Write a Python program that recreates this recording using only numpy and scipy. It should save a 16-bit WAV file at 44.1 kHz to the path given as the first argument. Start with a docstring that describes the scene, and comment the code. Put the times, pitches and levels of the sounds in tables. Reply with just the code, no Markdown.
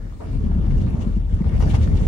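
"""Inside a small car that rolls slowly onto a rough track; two seconds told in order. Boom (a wavering sine)
and judder (low noise) open with a few stone knocks (swelling sines), an early clack (ringing noise) and a
hollow bump with a firm thud. At 0.3 s the rumble swells with dense knocks, tyre drone, more clacks and
crunching grit (random grains). From 0.7 s wheels thud into ruts and loose trim ticks (ringing modes); from 1 s
come scuffs and brushing (grains), probably hands and sleeves at the wheel. A dry snap falls at 1.6 s over hiss."""
import sys
import numpy as np
from scipy import signal
from scipy.io import wavfile
from scipy.ndimage import uniform_filter1d

SR = 44100
rng = np.random.default_rng(int(sys.argv[2]) if len(sys.argv) > 2 else 0)


def generate_wav(sig):
    """Save sig (samples, or channels by samples) to the path in sys.argv[1] as 16-bit PCM at SR."""
    pcm = np.round(np.clip(np.atleast_2d(sig).T, -1, 1) * 32767).astype(np.int16)
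    wavfile.write(sys.argv[1], SR, pcm)


N = 91287
T = np.arange(N) / SR  # seconds


def from_db(db):
    """Decibels to gain."""
    return 10 ** (np.asarray(db) / 20)


def rms_one(x):
    """Scale to unit power."""
    return x / np.sqrt(np.mean(x ** 2) + 1e-20)


def level(rows):
    """Gain over time, gliding in dB between (s, dB) rows."""
    return from_db(np.interp(T, *np.transpose(rows)))


def at_hz(points, hz):
    """Read a spectrum on a log-frequency axis."""
    freqs, values = np.transpose(points)
    return np.interp(np.log(hz), np.log(freqs), values)


def pan(db):
    """Left and right gains for a left-minus-right level difference."""
    return from_db(np.array([[db], [-db]]) / 2)


def drift(rate_hz):
    """Slow random wander with spread 1: noise through two equal one-pole lowpasses."""
    step = 40  # samples between the points of the wander
    r = np.exp(-2 * np.pi * step * rate_hz / SR)
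    settle = 2000  # points dropped while the filter settles
    points = rng.standard_normal(N // step + 2 + settle)
    slow = signal.lfilter([1], [1, -2 * r, r * r], points)[settle:]
    return np.interp(np.arange(N) / step, np.arange(len(slow)), rms_one(slow))


def band_filter(x, cutoff_hz, kind):
    """Second-order Butterworth filter."""
    return signal.sosfilt(signal.butter(2, cutoff_hz, kind, fs=SR, output="sos"), x)


def noise():
    """Unrelated white noises for even and odd bands, middle and side."""
    return rng.standard_normal((2, 2, N))


def grains(per_s, spread_db):
    """Random tiny impacts of uneven size, in the same layout as noise()."""
    born = rng.random(N) < per_s / SR
    hits = noise() * born
    size_db = spread_db * np.minimum(rng.exponential(1, N), 4)
    return rms_one(hits * from_db(size_db)) + 1e-18


# Stereo likeness of the coloured noises. Each row: frequency in Hz, likeness from -1 to 1 (clipped beyond).
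LIKENESS = [(60, 0.66), (130, 1.1), (290, 0.48), (520, 0), (850, -0.07), (1410, .5), (3100, 0.2),
            (9000, -0.18), (12000, 1.2)]
# Their stereo balance. Each row: frequency in Hz, left minus right level in dB.
BALANCE = [(40, 6.5), (70, 0.5), (160, -0.5), (350, 0.5), (700, 3.5), (1300, 3), (2400, 1.5), (4400, 7.5),
           (8000, -0.5), (13000, -5.5)]


def coloured(drive, colour, patchy_db):
    """Shape a drive in third-octave stereo bands, each flickering by itself; unit power."""
    out = np.zeros((2, N))
    edges = 22 * 2 ** (np.arange(30) / 3)
    for k, (low, high) in enumerate(zip(edges, edges[1:])):
        hz = np.sqrt(low * high)
        flicker = drift(8.9)
        if not colour[0][0] / 2 < hz < colour[-1][0] * 2:
            continue
        mid, side = band_filter(drive[k % 2], [low, high], "band")
        alike = np.clip(at_hz(LIKENESS, hz), -1, 1)
        stereo = np.sqrt(1 + alike) * mid + np.sqrt(1 - alike) * side * [[1], [-1]]
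        gain = from_db(at_hz(colour, hz) + patchy_db * flicker) * pan(at_hz(BALANCE, hz))
        out += gain * stereo
    return rms_one(out)


def steadied(x, share, span_s):
    """Even out the chance swells of a narrow noise; share 1 would flatten them fully."""
    power = uniform_filter1d(np.mean(x ** 2, axis=0), int(span_s * SR))
    return rms_one(x / (power + 1e-6) ** (share / 2))


def strokes(rows):
    """Summed envelopes that rise straight and die away exponentially."""
    out = 0
    for s, db, rise, decay in rows:
        attack = np.clip((T - s) / rise, 0, 1)
        out = out + from_db(db) * attack * np.exp(-np.maximum(T - s - rise, 0) / decay)
    return out


def thud(s, hz, rise_s):
    """A cushioned blow: a resonance that swells for rise_s and then dies."""
    age = np.maximum(T - s, 0)
    swell = (age / rise_s * np.exp(1 - age / rise_s)) ** 2
    return swell * np.sin(2 * np.pi * hz * age)


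def resonate(x, modes):
    """Parallel two-pole resonances of (Hz, gain dB, width Hz)."""
    out = 0
    for hz, gain_db, width_hz in modes:
        r = np.exp(-np.pi * width_hz / SR)
        zeros = [(1 - r * r) / 2, 0, (r * r - 1) / 2]
        poles = [1, -2 * r * np.cos(2 * np.pi * hz / SR), r * r]
        out = out + from_db(gain_db) * signal.lfilter(zeros, poles, x)
    return out


CABIN_T60_S = 0.094
CABIN_DB, CRUNCH_CABIN_DB = -10, -7  # tail against direct sound, for blows and for the crunch


def cabin(x, wet_db):
    """Direct sound plus a short padded tail, different at each ear; the power stays about the same."""
    age = T[:SR // 4]
    tail = rng.standard_normal((2, len(age))) * from_db(-60 * age / CABIN_T60_S)
    tail /= np.sqrt(np.sum(tail ** 2, axis=1, keepdims=True))
    wet = from_db(wet_db)
    reverb = signal.fftconvolve(np.atleast_2d(x), tail, axes=1)[:, :N]
    return (x + wet * reverb) / np.hypot(1, wet)


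# The tyres strike stones. Each row: start in seconds, level in dB before KNOCK_DB, pitch of the knock in Hz.
KNOCKS = [(0.05, -27.5, 194), (0.265, -28.5, 202), (.352, -12, 144.4), (0.438, -15, 217),
          (0.461, -15.5, 228.5), (.495, -12, 172), (.556, -11, 204), (0.583, -11, 177), (.694, -22.5, 174),
          (.737, -12.5, 163.3), (.772, -25, 222), (0.815, -14, 195), (.860, -22.5, 248), (.941, -10, 173),
          (0.989, -19.5, 215), (1.064, -13, 213.5), (1.094, -17, 217), (1.166, -12, 193), (1.326, -13, 170),
          (1.406, -7.5, 189), (1.451, -15, 218), (1.533, -14, 197.6), (1.662, -11.5, 172),
          (1.781, -13, 187), (1.826, -18, 194), (1.869, -13.5, 169), (1.905, -16, 204), (1.935, -11.5, 194)]
KNOCK_RISE_S, KNOCK_DB, KNOCK_PAN_DB = 0.0054, -2.5, 1.8
KNOCK_OVERTONE, KNOCK_OVERTONE_DB = 1.454, -14  # pitch ratio, level against the main pitch
# Swell of the tyres' drone. 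Each row: time in seconds, level in dB.
DRONE = [(0, -42), (.19, -46.5), (.28, -36.5), (.45, -33), (.85, -28.5), (1.1, -36), (1.27, -43),
         (1.45, -32.5), (1.7, -30.5), (2.05, -30.5)]
# Tone of the drone. Each row: frequency in Hz, relative density in dB per Hz.
DRONE_COLOUR = [(80, -18.5), (140, -6), (220, 2.5), (270, -8), (340, -11.5), (450, -16.5), (800, -35.5)]


def tyres():
    """Small stones keep the tyres droning as low noise; larger ones give hollow two-pitch knocks."""
    drone = steadied(coloured(noise(), DRONE_COLOUR, patchy_db=1.0), share=0.68, span_s=0.018)
    knocks = 0
    for s, db, hz in KNOCKS:
        overtone = from_db(KNOCK_OVERTONE_DB) * thud(s, hz * KNOCK_OVERTONE, KNOCK_RISE_S)
        knocks = knocks + from_db(db + KNOCK_DB) * (thud(s, hz, KNOCK_RISE_S) + overtone)
    return level(DRONE) * drone + cabin(knocks, CABIN_DB) * pan(KNOCK_PAN_DB)


# A wheel drops into a rut. 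Each row: start in seconds, level in dB before RUT_DB, pitch in Hz.
RUTS = [(0.756, -18, 73), (0.837, -15, 65.7), (1.331, -13.5, 75.2), (1.452, -16, 70), (1.555, -16, 75.6),
        (1.622, -14.5, 103), (1.733, -11, 108), (1.802, -9, 94.3), (1.925, -13.5, 86.5),
        (1.989, -20.5, 68.6)]
RUT_RISE_S, RUT_DB = 0.01, 3
# Swell of the suspension's judder. Each row: time in seconds, level in dB before JUDDER_DB.
JUDDER = [(0.0, -36.5), (0.22, -39), (0.32, -26), (0.8, -22.5), (0.91, -26), (1.32, -29), (1.35, -22.5),
          (1.42, -32), (1.47, -22), (1.51, -29.5), (1.55, -19.5), (2.05, -21)]
# Tone of the judder. Each row: frequency in Hz, relative density in dB per Hz.
JUDDER_COLOUR = [(25, -13.5), (45, -12.5), (62, 0.5), (85, -1.5), (115, -10), (150, -11.5), (220, -23.5),
                 (400, -47.5)]
JUDDER_DB, JUDDER_STEADINESS = 3, 0.74


def suspension():
    """Judder of steadied low noise that swells and dips, and a heavy, low resonant thud at each rut."""
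    judder = steadied(coloured(noise(), JUDDER_COLOUR, patchy_db=0.5), JUDDER_STEADINESS, span_s=0.053)
    ruts = sum(from_db(db + RUT_DB) * thud(s, hz, RUT_RISE_S) for s, db, hz in RUTS)
    return from_db(JUDDER_DB) * level(JUDDER) * judder + cabin(ruts, CABIN_DB)


# Swell of the cabin's deepest boom. Each row: time in seconds, level in dB before BOOM_DB and flutter.
BOOM = [(0.0, -28.5), (0.11, -34), (0.22, -49), (0.32, -27.5), (0.68, -21.5), (0.99, -36), (1.1, -23),
        (1.38, -25.5), (1.4, -33), (1.59, -21), (1.84, -35), (1.87, -23), (1.89, -30), (2.05, -21.5)]
BOOM_HZ, BOOM_WANDER_HZ = 40.5, 2.64  # centre and spread of the pitch
BOOM_DB, BOOM_FLUTTER_DB, BOOM_PAN_DB = 1.5, -1.2, 3.8


def boom():
    """The cabin air throbs around one deep, unsteady pitch."""
    phase = 2 * np.pi * np.cumsum(BOOM_HZ + BOOM_WANDER_HZ * drift(5.83)) / SR
    flutter = from_db(BOOM_DB + BOOM_FLUTTER_DB * drift(6.1))
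    return level(BOOM) * flutter * np.sqrt(2) * np.sin(phase) * pan(BOOM_PAN_DB)


# Swell of the grit under the tyres. Each row: time in seconds, level in dB before GRIT_DB.
GRIT = [(.19, -54), (.29, -49), (.40, -50.5), (.48, -49), (.85, -47), (1.0, -46.5), (1.15, -50),
        (1.29, -53.5), (1.33, -48.5), (1.40, -47), (1.55, -46), (1.65, -39), (1.87, -44.5), (2.05, -44)]
# Tone of its crunch. Each row: frequency in Hz, relative density in dB per Hz.
GRIT_COLOUR = [(200, -4), (420, 1.5), (580, -3), (820, -7.5), (1100, -9.5), (1800, -15), (3000, -19.5),
               (4500, -28), (7000, -30), (10000, -35), (12000, -47)]
GRIT_DB, STONES_PER_S, STONE_SPREAD_DB = 5.5, 2500, 2.5
# Dull scuffs, probably tyres shoving loose dirt.
# Each row: start in seconds, relative level in dB, rise in seconds, decay in seconds.
SCUFFS = [(1.0, -38, 0.01, 0.024), (1.455, -35.5, 0.014, 0.035), (1.599, -34, 0.008, 0.02),
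          (1.620, -31, 0.0046, 0.013), (1.725, -29, 0.02, 0.019)]
# Tone of the scuffs. Each row: frequency in Hz, relative density in dB per Hz.
SCUFF_COLOUR = [(200, -12), (450, -2), (800, 2), (1100, -7), (1800, -14), (3000, -21), (6000, -34),
                (12000, -55)]


def grit():
    """Dense random impacts crunch, with a few longer scuffs of finer grains."""
    stones = grains(STONES_PER_S, STONE_SPREAD_DB)
    crunch = from_db(GRIT_DB) * level(GRIT) * coloured(stones, GRIT_COLOUR, patchy_db=3.5)
    dirt = grains(per_s=4500, spread_db=2.0)
    return crunch + strokes(SCUFFS) * coloured(dirt, SCUFF_COLOUR, patchy_db=2.0)


# Single stones clack under the floor; the row at 0.216 s is instead the firm thud of the hollow bump. Each row:
# start in seconds, relative level in dB, pitch in Hz.
CLACKS = [(.122, -44, 850), (.216, -36, 580), (.515, -35, 650), (.643, -37, 660), (.708, -41, 1600),
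          (.868, -37, 900), (1.202, -45, 900), (1.442, -37, 950), (1.602, -30, 800), (1.636, -32, 750),
          (1.873, -34, 1100), (1.970, -44, 3300)]
CLACK_DECAY_S, CLACK_Q = 0.007, 1.1  # Q of each of two resonances in a row


def clacks():
    """Each clack is a short, hollow burst of noise resonating around its own pitch."""
    out = 0
    for s, db, hz in CLACKS:
        mode = [(hz, 0, hz / CLACK_Q)]
        ring = resonate(resonate(rng.standard_normal((2, N)), mode), mode)
        out = out + strokes([(s, db, .001, CLACK_DECAY_S)]) * rms_one(ring)
    return out


# Brushing strokes. Each row: start in seconds, relative level in dB, rise in seconds, decay in seconds.
BRUSHES = [(1.0, -42.5, 0.019, 0.016), (1.597, -42, 0.019, 0.025), (1.672, -39, 0.037, 0.025),
           (1.735, -34.5, 0.017, 0.013), (1.797, -39, 0.035, 0.027), (1.94, -46, 0.026, 0.11)]
# Tone of the brushing. 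Each row: frequency in Hz, relative density in dB per Hz.
BRUSH_COLOUR = [(600, -9.5), (1600, 4.5), (2200, 6), (3000, 6.5), (4500, -5), (5800, 2.5), (8000, -8),
                (10000, -9.5), (12000, -28), (15000, -17)]


def brushing():
    """Fine friction grains under each stroke."""
    friction = grains(per_s=9000, spread_db=0.5)
    return strokes(BRUSHES) * coloured(friction, BRUSH_COLOUR, patchy_db=2.5)


# Resonances of the dash and door panels. Each row: frequency in Hz, gain in dB, width in Hz.
PANELS = [(441, -2.5, 85), (615, -16, 15), (800, -19, 6), (903, -1, 30), (1206, -3.5, 26), (1410, -5, 11),
          (1670, -11, 24), (1820, -9.5, 28), (2330, -6.5, 23), (2900, -8, 19), (3330, -12, 56),
          (3787, -2, 65)]
PANEL_DB = -2.5  # on direct sound and ringing together


def panels(x):
    """The panels ring along with whatever shakes them."""
    return from_db(PANEL_DB) * (x + resonate(x, PANELS))


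# A loose bit of trim ticks. Each row: start in seconds, relative level in dB, brightness in dB per octave.
TICKS = [(.709, -68, 3), (0.777, -51, -5), (0.815, -53, -5), (.900, -57, 7), (1.023, -52, -8),
         (1.157, -58, -7), (1.198, -60, 4), (1.344, -57, 2), (1.490, -53, -5), (1.622, -43, -6),
         (1.745, -48, -2)]
# What it rings with. Each row: frequency in Hz, relative level in dB, fall by 60 dB in seconds.
TRIM = [(2850, -2.5, .06), (5000, -8, 0.06), (5800, -3.5, 0.09), (10050, -6, 0.07), (13480, -17, 0.076),
        (14780, -17, .08)]
TRIM_DB, TRIM_PIVOT_HZ, TICK_SPREAD_DB = -2, 6030, 2.5  # brightness tilts around the pivot
TICK_NOISE_DB, TICK_NOISE_DECAY_S, TICK_NOISE_BAND_HZ = -8, 0.0045, [2500, 9000]
SNAP_S, SNAP_DB, SNAP_DECAY_S, SNAP_LOW_HZ = 1.600, -42, .003, 7000  # level before filter and cabin


def trim():
    """Light ticks scrape and ring the loose part, each with its own mix of modes; one dry plastic snap."""
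    scrape = rms_one(band_filter(rng.standard_normal((2, N)), TICK_NOISE_BAND_HZ, "band"))
    out = scrape * strokes([(s, db + TICK_NOISE_DB, .001, TICK_NOISE_DECAY_S) for s, db, _ in TICKS])
    for s, db, tilt_db in TICKS:
        age = np.maximum(T - s, 0)
        for hz, mode_db, t60 in TRIM:
            brightness_db = tilt_db * np.log2(hz / TRIM_PIVOT_HZ)
            chance_db = rng.normal(0, TICK_SPREAD_DB, (2, 1))  # separate at each ear
            strength_db = TRIM_DB + db + mode_db + brightness_db + chance_db
            out += from_db(strength_db - 60 * age / t60) * np.sin(2 * np.pi * hz * age)
    crack = band_filter(rng.standard_normal(N), SNAP_LOW_HZ, "high")
    snap = crack * strokes([(SNAP_S, SNAP_DB, .001, SNAP_DECAY_S)])
    return out + cabin(snap, CABIN_DB)


# A hollow bump just before the rumble swells.
# Each row: start in seconds, level in dB, rise in seconds, decay in seconds.
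BUMP = [(.199, -36, .010, .045)]
# Its resonances. Each row: frequency in Hz, gain in dB, width in Hz.
BUMP_RING = [(460, 0, 80), (646, 0, 50), (937, -4, 70), (1170, -11, 90)]
BUMP_TOP_HZ = 1300


def bump():
    """A short, dull shudder of a hollow part: resonating noise with its top rolled off."""
    shudder = band_filter(resonate(rng.standard_normal((2, N)), BUMP_RING), BUMP_TOP_HZ, "low")
    return strokes(BUMP) * rms_one(shudder)


# Swell of the hiss. Each row: time in seconds, level in dB.
AIR = [(.1, -62.5), (.22, -60), (.36, -60.5), (.52, -64), (.75, -59), (.95, -65), (1.12, -57.5),
       (1.19, -64.5), (1.24, -71), (1.28, -63), (1.4, -61), (1.9, -56)]
# Tone of the hiss. Each row: frequency in Hz, relative density in dB per Hz.
AIR_COLOUR = [(400, 8.5), (800, 5.5), (1300, 4), (3000, 2), (6000, 2), (9800, -1.5), (12000, -18.5),
              (15000, -9)]


def hiss():
    """A faint bed of flickering stereo noise that swells and dips."""
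    return level(AIR) * coloured(noise(), AIR_COLOUR, patchy_db=1.8)


RIGHT_LAG_S = .0003


def scene():
    """Road and cabin sounds reach the left side first; ticks, hiss and the bump lie on top."""
    rumble = boom() + suspension() + tyres()
    crunch = cabin(panels(grit() + clacks() + brushing()), CRUNCH_CABIN_DB)
    left, right = rumble + crunch
    body = np.array([left, np.interp(T - RIGHT_LAG_S, T, right)])
    return body + trim() + hiss() + bump()


DIP_HZ, DIP_Q, CUTOFF_HZ = 12100, 7, 15800


def record(dry):
    """A notch dips the top octave; above that the top is cut steeply."""
    dipped = signal.lfilter(*signal.iirnotch(DIP_HZ, DIP_Q, fs=SR), dry)
    return signal.sosfilt(signal.ellip(10, .1, 80, CUTOFF_HZ, fs=SR, output="sos"), dipped)


dry = scene()
out = record(dry)
generate_wav(out)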